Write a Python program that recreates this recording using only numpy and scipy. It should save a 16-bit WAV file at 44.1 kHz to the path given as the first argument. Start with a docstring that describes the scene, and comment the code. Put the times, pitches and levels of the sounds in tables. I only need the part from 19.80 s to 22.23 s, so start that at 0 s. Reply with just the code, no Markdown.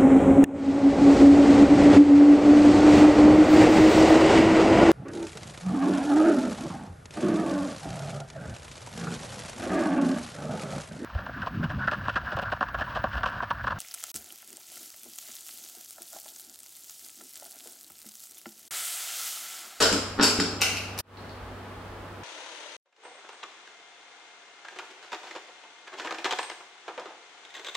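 """In a hard-walled kitchen, the lid of a metal pressure cooker is seated and locked.
Short pushes filtered by the metal make lid bumps; added noisy slides make rim scrapes and catch snaps.
Decaying sine waves make pot, rim and catch ring. During a last rattle all sound is cut off abruptly.
Then the kitchen fades back in: filtered noise for hiss and rumble, sine waves for hum, and faint dish clinks.
"""
import sys
import numpy as np
from scipy import signal
from scipy.fft import rfft, irfft, next_fast_len
from scipy.io import wavfile

SR = 44100
rng = np.random.default_rng(int(sys.argv[2]) if len(sys.argv) > 2 else 0)


def wav_record(signal):
    """Record a signal, one row per channel, as 16-bit PCM in the file named by sys.argv[1]."""
    frames = np.transpose(np.atleast_2d(signal))
    bounded = np.clip(frames, -1, 1)
    # unit amplitude maps onto the largest positive 16-bit level
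    quanta = np.round(bounded * 32767).astype(np.int16)
    wavfile.write(sys.argv[1], SR, quanta)


N = 107339
TIME = np.arange(N) / SR  # seconds

# Event levels are set at the source, before filters, room and fades.
# Colours and ringing notes have levels relative to the others in their own table.

# Colour of the soft background hiss: (frequency [Hz], relative level [dB])
HISS_COLOUR = [(25, -11.5), (60, -6), (125, -7), (170, -0.5), (240, -2), (330, -3), (450, -2), (750, -4),
               (1100, -5), (1500, -7.5), (2200, -14), (3200, -17.5), (4500, -23), (6500, -29.5),
               (9000, -31), (12000, -35.5), (16000, -37)]
# Steady hum of a motor:
# (frequency [Hz], level before the sound cuts off [dB], level after it fades back in [dB])
MOTOR_HUM = [(44.8, -65, -67), (70.7, -54, -59), (97.26, -43, -47.5), (251, -57.5, -56), (355, -63, -59.5),
             (842, -56, -57.5)]
# Changing loudness of the low rumble: (time [s], level [dB])
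RUMBLE_LEVEL = [(0, -54), (1.45, -76.5), (1.62, -48), (1.72, -47), (1.82, -66), (2.0, -51), (2.12, -48.5),
                (2.25, -52), (2.43, -61)]
# Faint clinks of dishes: (time [s], level [dB], pitch [Hz])
DISH_CLINKS = [(1.372, -19, 4200), (1.494, -21, 4400)]

# How long the room's echo takes to fall by 60 dB: (frequency [Hz], time [s])
ROOM_DECAY = [(100, 0.28), (400, 0.64), (1500, 0.8), (4500, 0.69), (8000, 0.58), (15000, .42)]
# Strength of the room's echo compared with the direct sound: (frequency [Hz], level [dB])
ROOM_ECHO = [(100, -6), (300, 4), (1000, 7), (3000, 7), (12000, 8)]
# How alike left and right are in hiss and echo: (frequency [Hz], likeness [-1 to 1])
LEFT_RIGHT_LIKENESS = [(60, 0.89), (180, 0.95), (350, 0.86), (700, 0.74), (1400, 0.55), (2800, 0.42),
                       (5600, 0.033), (14000, 0.047)]

# The lid bumps on its gasket: (time [s], level [dB], brightness limit [Hz])
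LID_BUMPS = [(.006, 1, 2200), (.117, 7.5, 603), (0.1317, 9, 497), (0.1483, -5, 396), (0.379, -1, 1550),
             (.389, 7, 1800), (0.3966, 14.5, 1940), (0.406, -1.5, 720), (0.446, -1, 1470), (.588, 12, 398),
             (0.5996, 1.5, 2530), (0.655, -8.5, 444), (0.73, -1, 610), (0.762, -9, 397), (0.804, -8, 3000),
             (.915, -2.5, 450)]
# The rim strikes the pot and slides on: (time [s], level [dB], slide decay [s], brightness limit [Hz])
RIM_STRIKES = [(.005, 9.5, 0.028, 4480), (.018, 5, 0.018, 6250), (.0245, 13, 0.0066, 9000),
               (.056, 6.5, 0.012, 7700), (.1265, 7.5, 0.002, 9300), (.1615, -6.5, 0.0038, 8330),
               (.4108, 10.5, 0.0082, 4300), (.426, 12, 0.0083, 10200), (.433, 12, 0.0097, 10400),
               (.4395, 8.5, 0.019, 11400), (.466, 8.5, 0.018, 8100), (.5995, 9, 0.0057, 6500),
               (.6454, -7, 0.0018, 7120)]
# The wire catch rubs, snaps home and settles:
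# (time [s], level [dB], slide decay [s], brightness limit [Hz])
CATCH_SNAPS = [(.806, 4.5, 0.0027, 1900), (.8165, 13.5, 0.0019, 13400), (.8195, 11.5, 0.0031, 4460),
               (.835, 7, 0.031, 9040), (.9707, -1.5, 0.0024, 15320)]
# The loose catch rattles on the handle: (time [s], level [dB], slide decay [s], brightness limit [Hz])
CATCH_RATTLES = [(1.1778, -3.5, 0.0036, 8100), (1.188, 1.5, 0.0043, 15400), (1.197, -6.5, 0.0096, 14000)]
# Dry, hard edges of the sharpest contacts:
# (time [s], level [dB], decay [s], lowest frequency [Hz], highest frequency [Hz])
SHARP_CRACKS = [(0.598, -3.5, 0.0032, 1220, 2130), (0.812, -9, 0.00088, 2960, 13750),
                (1.189, -9.5, 0.0027, 697, 15100)]

# Colour of the lid dragging on rubber: (frequency [Hz], relative level [dB])
RUBBER_COLOUR = [(40, -44), (120, -27.5), (270, -11), (340, -11), (460, -4), (620, -7.5), (850, -17),
                 (1450, -7.5), (2000, -20.5), (4000, -16)]
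# Colour of the cushioned bumps in the pot: (frequency [Hz], relative level [dB])
BUMP_BODY_COLOUR = [(30, -40.5), (120, -17), (180, -6), (230, 2), (280, 0), (380, -7), (700, -13),
                    (960, -8.5), (1130, -14.5), (1400, -1.5), (1750, -9.5), (2200, -19.5), (5000, -8.5),
                    (12000, -55)]
# Colour of the rim against the pot: (frequency [Hz], relative level [dB])
RIM_BODY_COLOUR = [(50, -29.5), (400, -2), (1000, -4.5), (1450, -1.5), (1900, -11.5), (2200, -4.5),
                   (2700, -0.5), (3400, -5.5), (4400, -0.5), (4900, 6.5), (5400, 5), (6100, -8.5),
                   (7000, -0.5), (7550, 2), (8400, -7.5), (12000, -10.5), (16000, -18.5)]
# Colour of the wire catch: (frequency [Hz], relative level [dB])
CATCH_BODY_COLOUR = [(50, -45.5), (250, -13.5), (500, -11), (800, -10.5), (1050, -15.5), (1400, -4),
                     (1750, -19), (2050, -3.5), (2450, 3), (2750, 6), (3050, -2), (3450, -12), (4400, -5),
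                     (5400, -6), (7500, -12.5), (10000, -15), (14000, -18), (16000, -37.5)]
# Colour of the rattling catch: (frequency [Hz], relative level [dB])
RATTLE_BODY_COLOUR = [(100, -5), (700, -6.5), (1500, -9.5), (3600, -9.5), (5100, -0.5), (6800, -12),
                      (11000, -6.5), (16000, -10.5)]

# Ringing notes of the pot: (frequency [Hz], relative level [dB], time to fall by 60 dB [s])
POT_NOTES = [(171.2, -8, 0.46), (241.8, -5.5, 0.97), (284.6, -4, 0.32), (375, -8.5, 0.72),
             (427, -3.5, 0.73), (461, -15, 0.44), (596, -13, 0.76), (1086, -9.5, 0.81), (1371, -17, 0.55),
             (1507, -13, 0.31)]
# Ringing notes of the rim: (frequency [Hz], relative level [dB], time to fall by 60 dB [s])
RIM_NOTES = [(1920, -20, 0.55), (2616, -2.5, 0.47), (4107, -8, .5), (4468, -14, 0.6), (4500, 11, 0.36),
             (4930, 2.5, 0.45), (5130, -12, 0.42), (5070, -4.5, 0.76), (5440, -5, 0.39), (5300, 6.5, 0.54),
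             (5500, -18.5, 0.41), (7340, 1, 0.15)]
# Ringing notes of the catch: (frequency [Hz], relative level [dB], time to fall by 60 dB [s])
CATCH_NOTES = [(1450, -24, 0.96), (2200, 5, 0.58), (2200, 12, .6), (2550, -12, 0.86), (2640, -8, 1),
               (2700, -11, 0.85), (2930, -4, 0.4), (2840, -9, 0.65), (5200, 19.5, 0.616)]

HISS_BEFORE_DB, HISS_AFTER_DB = -41.5, -43
CUT_S, CUT_DECAY_S = 1.2065, .0025  # all sound is cut off abruptly
FADE_START_S, FADE_S, FADE_POWER = 1.202, 0.21, 1.65  # the kitchen fades back in
EARLY_DB, EARLY_DECAY_S, FIRST_ECHO_S = -6, .008, 0.0013
DRAG_S, DRAG_DECAY_S, DRAG_DB = .002, 0.035, 19
SLIPS_PER_S, SLIDE_SHARE = 4300, 0.82  # slide's share of the energy; the click has the rest
POT_RING_DB, RIM_RING_DB, CATCH_RING_DB = -5.5, -8.5, -9
RING_DIFFUSE_HZ = 2980  # the left-right phase spread of ringing is full from here up
BEND_DELAY_S, BEND_REF_HZ = 0.001106, 981  # travel time in the metal at this frequency
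PAN_DB = .45  # left is raised and right lowered by this much
CUTOFF_HZ = 15800


def from_db(db):
    """Turn decibels into a gain."""
    return 10 ** (np.asarray(db) / 20)


def unit(x):
    """Scale a sound to an energy of one."""
    return x / np.sqrt(np.sum(x ** 2) + 1e-20)


def at_hz(points, hz):
    """Read a table between its points, on a logarithmic frequency axis."""
    table_hz, values = np.transpose(points)
    return np.interp(np.log(np.maximum(hz, 1)), np.log(table_hz), values)


def through(x, response):
    """Let a sound or force set off a response at every sample."""
    return signal.fftconvolve(x, response)[:N]


def knock(colour, size=2048):
    """A body's short response to one push, with its energy as early as the colour allows."""
    gain = from_db(at_hz(colour, np.fft.rfftfreq(size, 1 / SR)))
    cepstrum = irfft(np.log(gain))
    # Folding the second half onto the first makes the response start at once.
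    cepstrum[1:size // 2] *= 2
    cepstrum[size // 2 + 1:] = 0
    return unit(irfft(np.exp(rfft(cepstrum))))


def add(track, time_s, db, force, bright_hz):
    """Lay a force on a track; a lower brightness limit softens its treble."""
    soften = signal.butter(2, bright_hz, fs=SR, output="sos")
    force = signal.sosfilt(soften, force + 1e-18)
    start = int(time_s * SR)
    track[start:start + len(force)] += from_db(db) * force[:N - start]


def stereo_bands(count=20):
    """White stereo noise in overlapping bands, with left and right most alike in the bass."""
    size = next_fast_len(N)
    hz = np.fft.rfftfreq(size, 1 / SR)
    centres = np.geomspace(40, 16000, count)
    mid, side = rfft(rng.standard_normal((2, size)))
    alike = at_hz(LEFT_RIGHT_LIKENESS, hz)
    shared = np.sqrt((1 + alike) / 2) * mid
    opposed = np.sqrt((1 - alike) / 2) * side * [[1], [-1]]
    bands = []
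    for centre, weights in zip(centres, np.eye(count)):
        band_gain = at_hz(np.c_[centres, weights], hz)
        band = irfft((shared + opposed) * band_gain, size)[:, :N]
        bands.append((centre, band))
    return bands


def background():
    """Filtered noise makes hiss and rumble; sine waves make a motor's hum."""
    after = TIME > CUT_S
    noise = sum(band for _, band in stereo_bands())
    hiss_response = knock(HISS_COLOUR, size=8192)
    hiss = np.array([through(side, hiss_response) for side in noise])
    hiss = hiss * from_db(np.where(after, HISS_AFTER_DB, HISS_BEFORE_DB))
    hum = np.zeros(N)
    for hz, before_db, after_db in MOTOR_HUM:
        level = np.sqrt(2) * from_db(np.where(after, after_db, before_db))
        hum += level * np.sin(2 * np.pi * (hz * TIME + rng.random()))
    low_band = signal.butter(2, [42, 62], "band", fs=SR, output="sos")
    low = signal.sosfilt(low_band, rng.standard_normal(N))
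    rumble_db = np.interp(TIME, *np.transpose(RUMBLE_LEVEL))
    rumble = unit(low) * np.sqrt(N) * from_db(rumble_db)
    return hiss + hum + rumble


def dishes(decay_s=0.00098):
    """Each dish clink is a sine wave that dies away very quickly."""
    track, t = np.zeros(N), TIME[:SR // 20]
    for time_s, db, hz in DISH_CLINKS:
        clink = np.sin(2 * np.pi * hz * t) * np.exp(-t / decay_s)
        add(track, time_s, db, unit(clink), bright_hz=11900)
    return track


def kitchen(x):
    """Hob and walls reflect the sound as strong early echoes and a tail that dies band by band."""
    t, tail, direct = TIME[:SR], 0, []
    for hz, band in stereo_bands():
        decay = from_db(-60 * t / at_hz(ROOM_DECAY, hz))
        early = 1 + from_db(EARLY_DB) * np.exp(-t / EARLY_DECAY_S)
        shape = unit(decay * early * (t > FIRST_ECHO_S))
        echo = from_db(at_hz(ROOM_ECHO, hz))
        total = np.hypot(1, echo)  # direct and echoed energy together stay at one
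        tail = tail + band[:, :SR] * shape * echo / total
        direct.append((hz, 1 / total))
    direct_gain = at_hz(direct, np.fft.rfftfreq(2 * N, 1 / SR))
    near = irfft(rfft(x, 2 * N) * direct_gain)[:N]
    return near + np.array([through(x, side) for side in tail])


def bend(x):
    """Bending waves in sheet metal spread each knock: low notes arrive later than high ones."""
    hz = np.fft.rfftfreq(2 * N, 1 / SR)
    turns = 2 * BEND_DELAY_S * np.sqrt(BEND_REF_HZ * hz)
    return irfft(rfft(x, 2 * N) * np.exp(-2j * np.pi * turns))[:N]


def ring(force, notes, level_db):
    """A force sets metal ringing in decaying sine waves, whose phases differ more in the treble."""
    t, response = TIME[:SR], 0
    for hz, db, t60 in notes:
        spread = np.pi / 2 * min(hz / RING_DIFFUSE_HZ, 1)
        phase = rng.uniform(-1, 1) * spread * np.array([[1], [-1]])
        decay = from_db(db - 60 * t / t60) / np.sqrt(t60)  # long notes start lower
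        response = response + decay * np.sin(2 * np.pi * hz * t + phase)
    response = np.sqrt(2) * unit(response)
    return from_db(level_db) * np.array([through(force, side) for side in response])


def slide(decay_s, size=16384):
    """A slide is a dying run of tiny random slips, evened out so that it has no pitch of its own."""
    decay = np.exp(-TIME[:size] / decay_s)
    happens = rng.random(size) < SLIPS_PER_S / SR
    slips = happens * rng.standard_normal(size) * decay
    spectrum = rfft(slips)
    even = irfft(spectrum / (np.abs(spectrum) + 1e-9))
    return unit(even * np.sqrt(decay))


def contacts(rows):
    """Metal meets metal with a click, then a short slide."""
    track = np.zeros(N)
    for time_s, db, decay_s, bright_hz in rows:
        force = np.sqrt(SLIDE_SHARE) * slide(decay_s)
        force[0] += np.sqrt(1 - SLIDE_SHARE)
        add(track, time_s, db, unit(force), bright_hz)
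    return track


def cracks():
    """The sharpest contacts add brief bursts of filtered noise, without echo."""
    track, t = np.zeros(N), TIME[:SR // 50]
    for time_s, db, decay_s, low_hz, high_hz in SHARP_CRACKS:
        burst = rng.standard_normal(len(t)) * np.exp(-t / decay_s)
        band = signal.butter(2, [low_hz, high_hz], "band", fs=SR, output="sos")
        add(track, time_s, db, unit(signal.sosfilt(band, burst)), bright_hz=15000)
    return track


def catch():
    """The wire catch snaps and rings, then rattles without ringing: (knocks, ringing)."""
    force = contacts(CATCH_SNAPS)
    snaps = through(force, knock(CATCH_BODY_COLOUR))
    rattles = through(contacts(CATCH_RATTLES), knock(RATTLE_BODY_COLOUR))
    return snaps + rattles, ring(force, CATCH_NOTES, CATCH_RING_DB)


def rim():
    """The rim strikes and scrapes the pot, which makes it ring: (knocks, ringing)."""
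    force = contacts(RIM_STRIKES)
    return through(force, knock(RIM_BODY_COLOUR)), ring(force, RIM_NOTES, RIM_RING_DB)


def gasket():
    """Cushioned bumps boom in the pot, and the lid drags on the rubber: (knocks, ringing)."""
    bumps, drag = np.zeros(N), np.zeros(N)
    for time_s, db, bright_hz in LID_BUMPS:
        add(bumps, time_s, db, signal.unit_impulse(SR // 20), bright_hz)
    add(drag, DRAG_S, DRAG_DB, slide(DRAG_DECAY_S), bright_hz=6000)
    knocks = through(bumps, knock(BUMP_BODY_COLOUR)) + through(drag, knock(RUBBER_COLOUR))
    return knocks, ring(bumps, POT_NOTES, POT_RING_DB)


def scene():
    """The cooker is shut, then all sound cuts off; the quiet kitchen and faint dishes fade in."""
    knocks, ringing = (sum(parts) for parts in zip(gasket(), rim(), catch()))
    cooker = kitchen(bend(knocks)) + ringing + cracks()
    cooker = cooker * from_db([[PAN_DB], [-PAN_DB]])
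    cut = np.exp(-np.maximum(TIME - CUT_S, 0) / CUT_DECAY_S)
    fade_in = np.clip((TIME - FADE_START_S) / FADE_S, 0, 1) ** FADE_POWER
    return cut * cooker + fade_in * kitchen(dishes()) + (cut + fade_in) * background()


def record(dry):
    """Cut the highest treble steeply."""
    low_pass = signal.ellip(10, .2, 90, CUTOFF_HZ, fs=SR, output="sos")
    return signal.sosfilt(low_pass, dry)


dry = scene()
out = record(dry)
wav_record(out)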